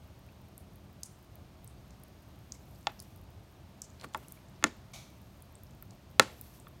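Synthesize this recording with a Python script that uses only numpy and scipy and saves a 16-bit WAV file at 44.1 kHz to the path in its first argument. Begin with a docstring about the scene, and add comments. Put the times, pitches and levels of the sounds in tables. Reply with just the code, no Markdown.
"""A thin plastic water bottle, squeezed close to the microphone, squirts at a cat in a patio corner.
Its wall buckles with a few sharp pops and many small crease ticks, and fingers rub on the plastic.
The jets hiss faintly, air puffs through the cap, drops tick nearby and a few bubbles ring.
Tiles and walls answer briefly; a low outdoor rumble lies far behind. One microphone, mono."""
import sys
import numpy as np
from scipy import signal
from scipy.fft import rfft, irfft, next_fast_len
from scipy.io import wavfile
from scipy.ndimage import map_coordinates

SR = 44100
rng = np.random.default_rng(int(sys.argv[2]) if len(sys.argv) > 2 else 0)


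def wrap_up_sound(samples):
    """Save the sound to the file named by the first command line argument, as 16-bit audio."""
    columns = np.atleast_2d(samples).T
    # keep every value between -1 and 1, then stretch to whole-number steps
    tamed = np.clip(columns, -1, 1)
    steps = np.round(tamed * 32767).astype(np.int16)
    wavfile.write(sys.argv[1], SR, steps)


N = 299880
RING = SR // 2  # samples that one snap and its echo last

# Dents buckling in the wall. Each row: start in seconds, level in dB, low and high band edge in Hz,
# first note in Hz, its boost in dB, second note in Hz, its width in Hz, its boost in dB,
# hollow after-ring in dB against the pop.
DENTS = [(2.8696, -26.5, 510, 4670, 800, 23.5, 4200, 2590, 16, -26),
         (2.8740, -47, 600, 6000, 860, 17, 6700, 500, 14, -21),
         (4.0424, -44.5, 330, 2400, 1130, 17, 1450, 150, 13, -4),
         (4.1466, -33, 476, 3600, 930, 16.5, 3360, 700, 5, -13),
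         (4.1546, -39, 500, 1200, 920, 19, 644, 100, 17, -22),
         (4.6261, -41, 230, 3740, 320, 18, 3010, 1500, 1, -5),
         (4.6402, -19.5, 736, 8000, 288, 21.5, 6550, 498, 9.5, -12.5),
         (5.8250, -58.5, 700, 3000, 1280, 5.5, 1910, 200, -8, -22),
         (6.1964, -12, 290, 9120, 499.6, 10, 4054, 170, 14, -20.5),
         (6.6687, -52.5, 910, 3200, 1186, 15, 3400, 300.5, 11.5, -30)]


def pops(lag_s=.00125, crack_db=-18, shudder_db=-13, echo_db=-21.5):
    """A dent flips through: an impulse rings the wall, which shudders against the water and the hand."""
    # The bottle's modes. Each row: pitch in Hz, width in Hz, relative level in dB.
    wall_modes = [(190, 90, -12), (310, 100, -9), (405, 60, -6), (535, 60, -8), (645, 55, -6),
                  (870, 120, -4), (1130, 150, -2), (1360, 115, 3), (1760, 105, 1), (2070, 110, -5),
                  (2560, 200, -8), (3370, 160, -8), (4480, 300, -14), (5400, 240, -14), (6250, 340, -14),
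                  (6750, 320, -13), (7230, 380, -12), (8830, 360, -16), (10050, 330, -17),
                  (10700, 300, -18), (12100, 400, -26), (13800, 1200, -25)]
    out, hz = np.zeros(N), np.fft.rfftfreq(RING, 1 / SR)
    # bending waves disperse: the treble arrives first, 1 kHz after lag_s
    travel = np.exp(-4j * np.pi * lag_s * np.sqrt(1000 * hz))
    wall = travel * sum(amp(db) * resonance(hz, centre, width) for centre, width, db in wall_modes)
    for s, db, low_hz, high_hz, note_hz, note_db, second_hz, second_width, second_db, hollow_db in DENTS:
        first_note = (amp(note_db) - 1) * resonance(hz, note_hz, .14 * note_hz)
        second_note = (amp(second_db) - 1) * resonance(hz, second_hz, second_width)
        ring = sized(irfft(wall * (1 + first_note + second_note), RING))
        crack = sized(filtered(burst(t60=.02, attack_s=.00028), lambda f: 1 / (1 + 1j * f / 3500)))
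        pop = sized(filtered(ring + amp(crack_db) * crack, lambda f: band(f, low_hz, high_hz)))
        smeared = signal.fftconvolve(pop, burst(t60=.06, attack_s=.0037))[:RING]
        shudder = filtered(smeared, lambda f: band(f, 200, 1900))
        # the air and water inside boom briefly
        hollow = sized(filtered(burst(t60=.17, attack_s=.0026), lambda f: band(f, 250, 280)))
        direct = pop + amp(shudder_db) * shudder + amp(hollow_db) * hollow
        # the patio hears the bottle from all sides, so much of its answer has a smooth colour
        all_round = sized(irfft(band(hz, .64 * low_hz, .83 * high_hz) / (1 + 1j * hz / 1900), RING))
        answer = amp(-1) * patio_echo(all_round) + amp(-4.5) * patio_echo(pop)
        add(out, s, amp(db) * (direct + amp(echo_db) * answer))
    return out


def thumps(pitch_hz=150, t60=.038, against_pop_db=-22):
    """Each dent shoves the air once: a low, soft thump under the pop."""
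    out, t = np.zeros(N), np.arange(RING) / SR
    push = sized(np.sin(2 * np.pi * pitch_hz * t) * amp(-60 * t / t60))
    for s, db, *_ in DENTS:
        add(out, s, amp(db + against_pop_db) * push)
    return out


def creases(strain_s=.2, strain_db=-53, strain_hz=6200, echo_db=-10.5):
    """Small folds in the plastic click; two faint ticks lead up to each pop as the wall strains."""
    # Snapping folds. Each row: start in seconds, level in dB, pitch in Hz, width in octaves.
    folds = [(0.578, -35.5, 10400, .34), (1.032, -23.5, 7140, 0.46), (1.675, -38.5, 8740, .19),
             (1.906, -47, 6360, 0.39), (2.5203, -26, 6430, 0.32), (2.9918, -38.5, 5040, .23),
             (3.0001, -32, 7260, 0.65), (3.8177, -25.5, 6500, 0.3), (3.997, -42, 4330, .08),
             (4.011, -36, 4350, .06), (4.136, -41, 4570, .79), (4.145, -34.5, 7000, .5),
             (4.2824, -37.5, 9980, .46), (5.553, -41.5, 8200, 0.13), (5.907, -43, 6000, 0.48),
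             (6.599, -42.5, 8000, .2)]
    out = np.zeros(N)
    for s, db, pitch_hz, octaves in folds:
        add(out, s, amp(db) * tick(pitch_hz, octaves, t60=.01, skirt_db=-13, echo_db=echo_db))
    for pop_s, *_ in DENTS:
        for lead_s, (size, detune) in zip(rng.uniform(0, strain_s, 2), rng.standard_normal((2, 2))):
            pitch_hz = strain_hz * 2 ** (.25 * detune)
            click = tick(pitch_hz, octaves=.18, t60=.008, skirt_db=-14.5, echo_db=echo_db)
            add(out, pop_s - lead_s, amp(strain_db + 3 * size) * click)
    return out


def drops(spray_count=70, spray_db=-54):
    """Large drops land near the microphone as dry, bright ticks; finer spray falls at random."""
    # Large drops. Each row: start in seconds, level in dB, pitch in Hz.
    landings = [(1.3546, -41, 14200), (1.644, -39, 15000), (2.035, -41, 11100), (3.023, -38, 14800),
                (3.16, -45, 12000), (4.1737, -37, 14200), (4.3211, -32, 11300), (5.422, -39.5, 12500),
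                (5.6335, -38, 14000), (5.8244, -31.5, 14940), (6.4112, -28.5, 14300), (6.682, -44, 14700)]
    out = np.zeros(N)
    for s, db, pitch_hz in landings:
        add(out, s, amp(db) * tick(pitch_hz, octaves=.32, t60=.007, skirt_db=-5, echo_db=-16))
    for s, size in zip(rng.uniform(0, (N - 1) / SR, spray_count), rng.standard_normal(spray_count)):
        droplet = tick(pitch_hz=13600, octaves=.31, t60=.004, skirt_db=-20, echo_db=-17.5)
        add(out, s, amp(spray_db + 3 * size) * droplet)
    return out


def bubbles(t60=.018, attack_s=.00092, rise=9, gain_db=-3):
    """Each small bubble in the water rings briefly, its pitch rising."""
    # Bubbles. Each row: start in seconds, relative level in dB, starting pitch in Hz.
    blips = [(0.288, -47, 2430), (2.5506, -49, 2060), (4.2463, -46.5, 2630), (4.373, -46, 2170)]
    out, t = np.zeros(N), np.arange(RING) / SR
    envelope = amp(-60 * t / t60) * (1 - np.exp(-t / attack_s))
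    for s, db, pitch_hz in blips:
        blip = np.sin(2 * np.pi * pitch_hz * t * (1 + rise * t)) * envelope
        add(out, s, amp(db + gain_db) * (blip + amp(-22) * patio_echo(blip)))
    return out


def jets(steady_grip_db=-76.5):
    """Water hisses from the holes in the cap, louder as each squeeze raises the pressure."""
    # Harder squeezes. Each row: start in seconds, length in seconds, level the hiss rises toward in dB.
    squeezes = [(2.4, 0.71, -72), (4.1, 0.26, -67), (5.05, 0.3, -73), (6.2, 0.37, -63)]
    # Colour of the hiss. Each row: frequency in Hz, relative level in dB.
    jet_colour = [(800, -19.5), (2500, -4.5), (6000, -4), (9000, -6), (10500, -5), (12500, 1.5),
                  (16000, -8.5)]
    surges = [amp(db) * swell(s, length, attack_s=.11, release_s=.04) for s, length, db in squeezes]
    flow = np.sqrt(amp(steady_grip_db) ** 2 + sum(surge ** 2 for surge in surges))
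    return flow * coloured(rng.standard_normal(N) * amp(1.5 * wobble(95)), jet_colour)


def air_puff(start_s=4.934, level_db=-47, t60=.5):
    """Air bursts through the cap once and fades as the pressure evens out."""
    # Colour of the puff. Each row: frequency in Hz, relative level in dB.
    puff_colour = [(400, -27), (700, 1), (1000, -11.5), (1300, -7.5), (1700, -19.5), (2300, 0.5),
                   (2750, -11), (3200, -5.5), (4000, -3.5), (4900, -9.5), (6100, -3.5), (7600, -12.5),
                   (12000, -16), (15500, -23)]
    envelope = swell(start_s, hold_s=0, attack_s=.001, release_s=t60 / np.log(1000))
    return amp(level_db) * envelope * coloured(rng.standard_normal(N), puff_colour)


def fingers(rough_db=4, grow_s=.02, stop_s=.007):
    """The grip shifts on the plastic in clumps of tiny slips that grow until the fingers catch."""
    # Finger slides. Each row: moment of the catch in seconds, level in dB.
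    slides = [(4.046, -48), (4.236, -58.5)]
    # Colour of the rubbing. Each row: frequency in Hz, relative level in dB.
    rub_colour = [(150, -25), (350, 4.5), (1300, 0.5), (2600, -5), (4300, -9), (5500, -19), (9000, -12.5),
                  (16000, -22)]
    t = np.arange(N) / SR
    envelope = sum(amp(db) * np.exp(np.minimum((t - s) / grow_s, (s - t) / stop_s)) for s, db in slides)
    return envelope * coloured(rng.standard_normal(N) * amp(rough_db * wobble(450)), rub_colour)


def patio_echo(x, first_s=.0055, wall_s=.029, wall_width_s=.0096, wall_db=8):
    """The corner answers with a short diffuse tail and a cluster of reflections from the walls."""
    # The patio's decay. Each row: frequency in Hz, time to fall 60 dB in seconds.
    decay_times = [(150, 0.76), (1000, 0.39), (5000, 0.39), (9000, 0.44), (15000, 0.3)]
    hz, t, noise = signal.stft(rng.standard_normal(RING), SR, nperseg=256)
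    decay = amp(-60 * t / along(decay_times, hz)[:, None])
    tail = signal.istft(noise * decay, SR, nperseg=256)[1][:RING]
    t = np.arange(RING) / SR
    wall_cluster = amp(wall_db * np.exp(-((t - wall_s) / wall_width_s) ** 2))
    tail = tail * (t > first_s) * wall_cluster
    return signal.fftconvolve(x, tail / np.linalg.norm(tail))[:RING]


def outdoors(rumble_db=-54, air_db=-66):
    """A low, distant rumble under smooth, faint air."""
    # Colours of the rumble and the air. Each row: frequency in Hz, relative level in dB.
    rumble_colour = [(12, -61), (20, -23.5), (32, -15.5), (35, -14.5), (48, -3), (75, 2), (135, -1),
                     (166, -7.5), (195, -3.5), (222, -9.5), (369, -13.5), (426, -17.5), (499, -19),
                     (624, -14.5), (900, -22), (1170, -58), (1980, -120)]
    air_colour = [(530, -32.5), (900, -0.5), (1230, -1.5), (1310, -4.5), (1530, -5.5), (1920, -8),
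                  (2500, -8), (4250, -10.5), (5480, -14), (6890, -15.5), (7580, -22), (8550, -16.5),
                  (10500, -26.5), (11400, -22.5), (16000, -23)]
    rumble = amp(rumble_db + .8 * wobble(12)) * coloured(rng.standard_normal(N), rumble_colour)
    air = amp(air_db + .34 * wobble(1.9)) * coloured(rng.standard_normal(N), air_colour)
    return rumble + air


def tick(pitch_hz, octaves, t60, skirt_db, echo_db):
    """A very short burst of micro-snaps around one pitch, with its echo."""
    def colour(hz):
        """A flat-topped band on a broad skirt."""
        away = np.log2((hz + 1) / pitch_hz)
        return 1 / np.sqrt(1 + (away / octaves) ** 6) + amp(skirt_db) * np.exp(-away ** 2)

    snaps = np.roll(burst(t60, attack_s=.0001), SR // 1000)
    click = filtered(snaps + amp(echo_db) * patio_echo(np.ones(1)), colour)
    return amp(10) * click / np.linalg.norm(click)


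def burst(t60, attack_s):
    """Noise of energy 1 that swells and dies away."""
    t = np.arange(RING) / SR
    x = rng.standard_normal(RING) * amp(-60 * t / t60) * (1 - np.exp(-t / attack_s))
    return x / np.linalg.norm(x)


def swell(start_s, hold_s, attack_s, release_s):
    """Gain per sample that rises from start_s and falls away once hold_s has passed."""
    t = np.maximum(np.arange(N) / SR - start_s, 0)
    return (1 - np.exp(-t / attack_s)) * np.exp(-np.maximum(t - hold_s, 0) / release_s)


def wobble(rate):
    """A smooth random curve, rate knots a second."""
    return map_coordinates(rng.standard_normal(int(N * rate / SR) + 4), [np.arange(N) * rate / SR])


def resonance(hz, centre, width):
    """Causal response of one mode."""
    return 1j * hz * width / (centre ** 2 - hz ** 2 + 1j * hz * width)


def band(hz, low_hz, high_hz):
    """Causal response that falls 12 dB an octave below low_hz and 18 dB an octave above high_hz."""
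    u, v = 1j * hz / low_hz, 1j * hz / high_hz
    return u * u / (1 + np.sqrt(2) * u + u * u) / ((1 + v) * (1 + v + v * v))


def filtered(x, response):
    """x through a complex response of frequency."""
    size = next_fast_len(len(x) + 8192)
    return irfft(rfft(x, size) * response(np.fft.rfftfreq(size, 1 / SR)), size)[:len(x)]


def coloured(x, spectrum):
    """x shaped by (Hz, dB) points, at rms 1."""
    shaped = filtered(x, lambda hz: amp(along(spectrum, hz)))
    return shaped / np.sqrt(np.mean(shaped ** 2) + 1e-30)


def along(points, hz):
    """Interpolate (Hz, value) points on a log frequency axis."""
    knots_hz, values = np.transpose(points)
    return np.interp(np.log(hz + 1), np.log(knots_hz + 1), values)


def sized(x):
    """Scale a sound to the energy of 10 ms at rms 1."""
    return x / np.sqrt(np.sum(x ** 2) / (SR / 100))


def amp(db):
    """Decibels to gain."""
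    return 10 ** (np.asarray(db) / 20)


def add(track, s, x):
    """Mix x into the track from time s."""
    part = track[round(s * SR):][:len(x)]
    part += x[:len(part)]


def scene():
    """The bottle close up and the open air behind it, at one microphone."""
    plastic = pops() + thumps() + creases()
    water = drops() + bubbles() + jets()
    return (plastic + water + air_puff() + fingers() + outdoors())[None]


def record(dry, ceiling=.95, top_hz=16000):
    """The recorder rounds off the highest peak and cuts steeply above its band limit."""
    rounded = dry[0] / (1 + np.abs(dry[0] / ceiling) ** 6) ** (1 / 6)
    return filtered(rounded, lambda hz: 1 / np.sqrt(1 + (hz / top_hz) ** 120))[None]


dry = scene()
out = record(dry)
wrap_up_sound(out)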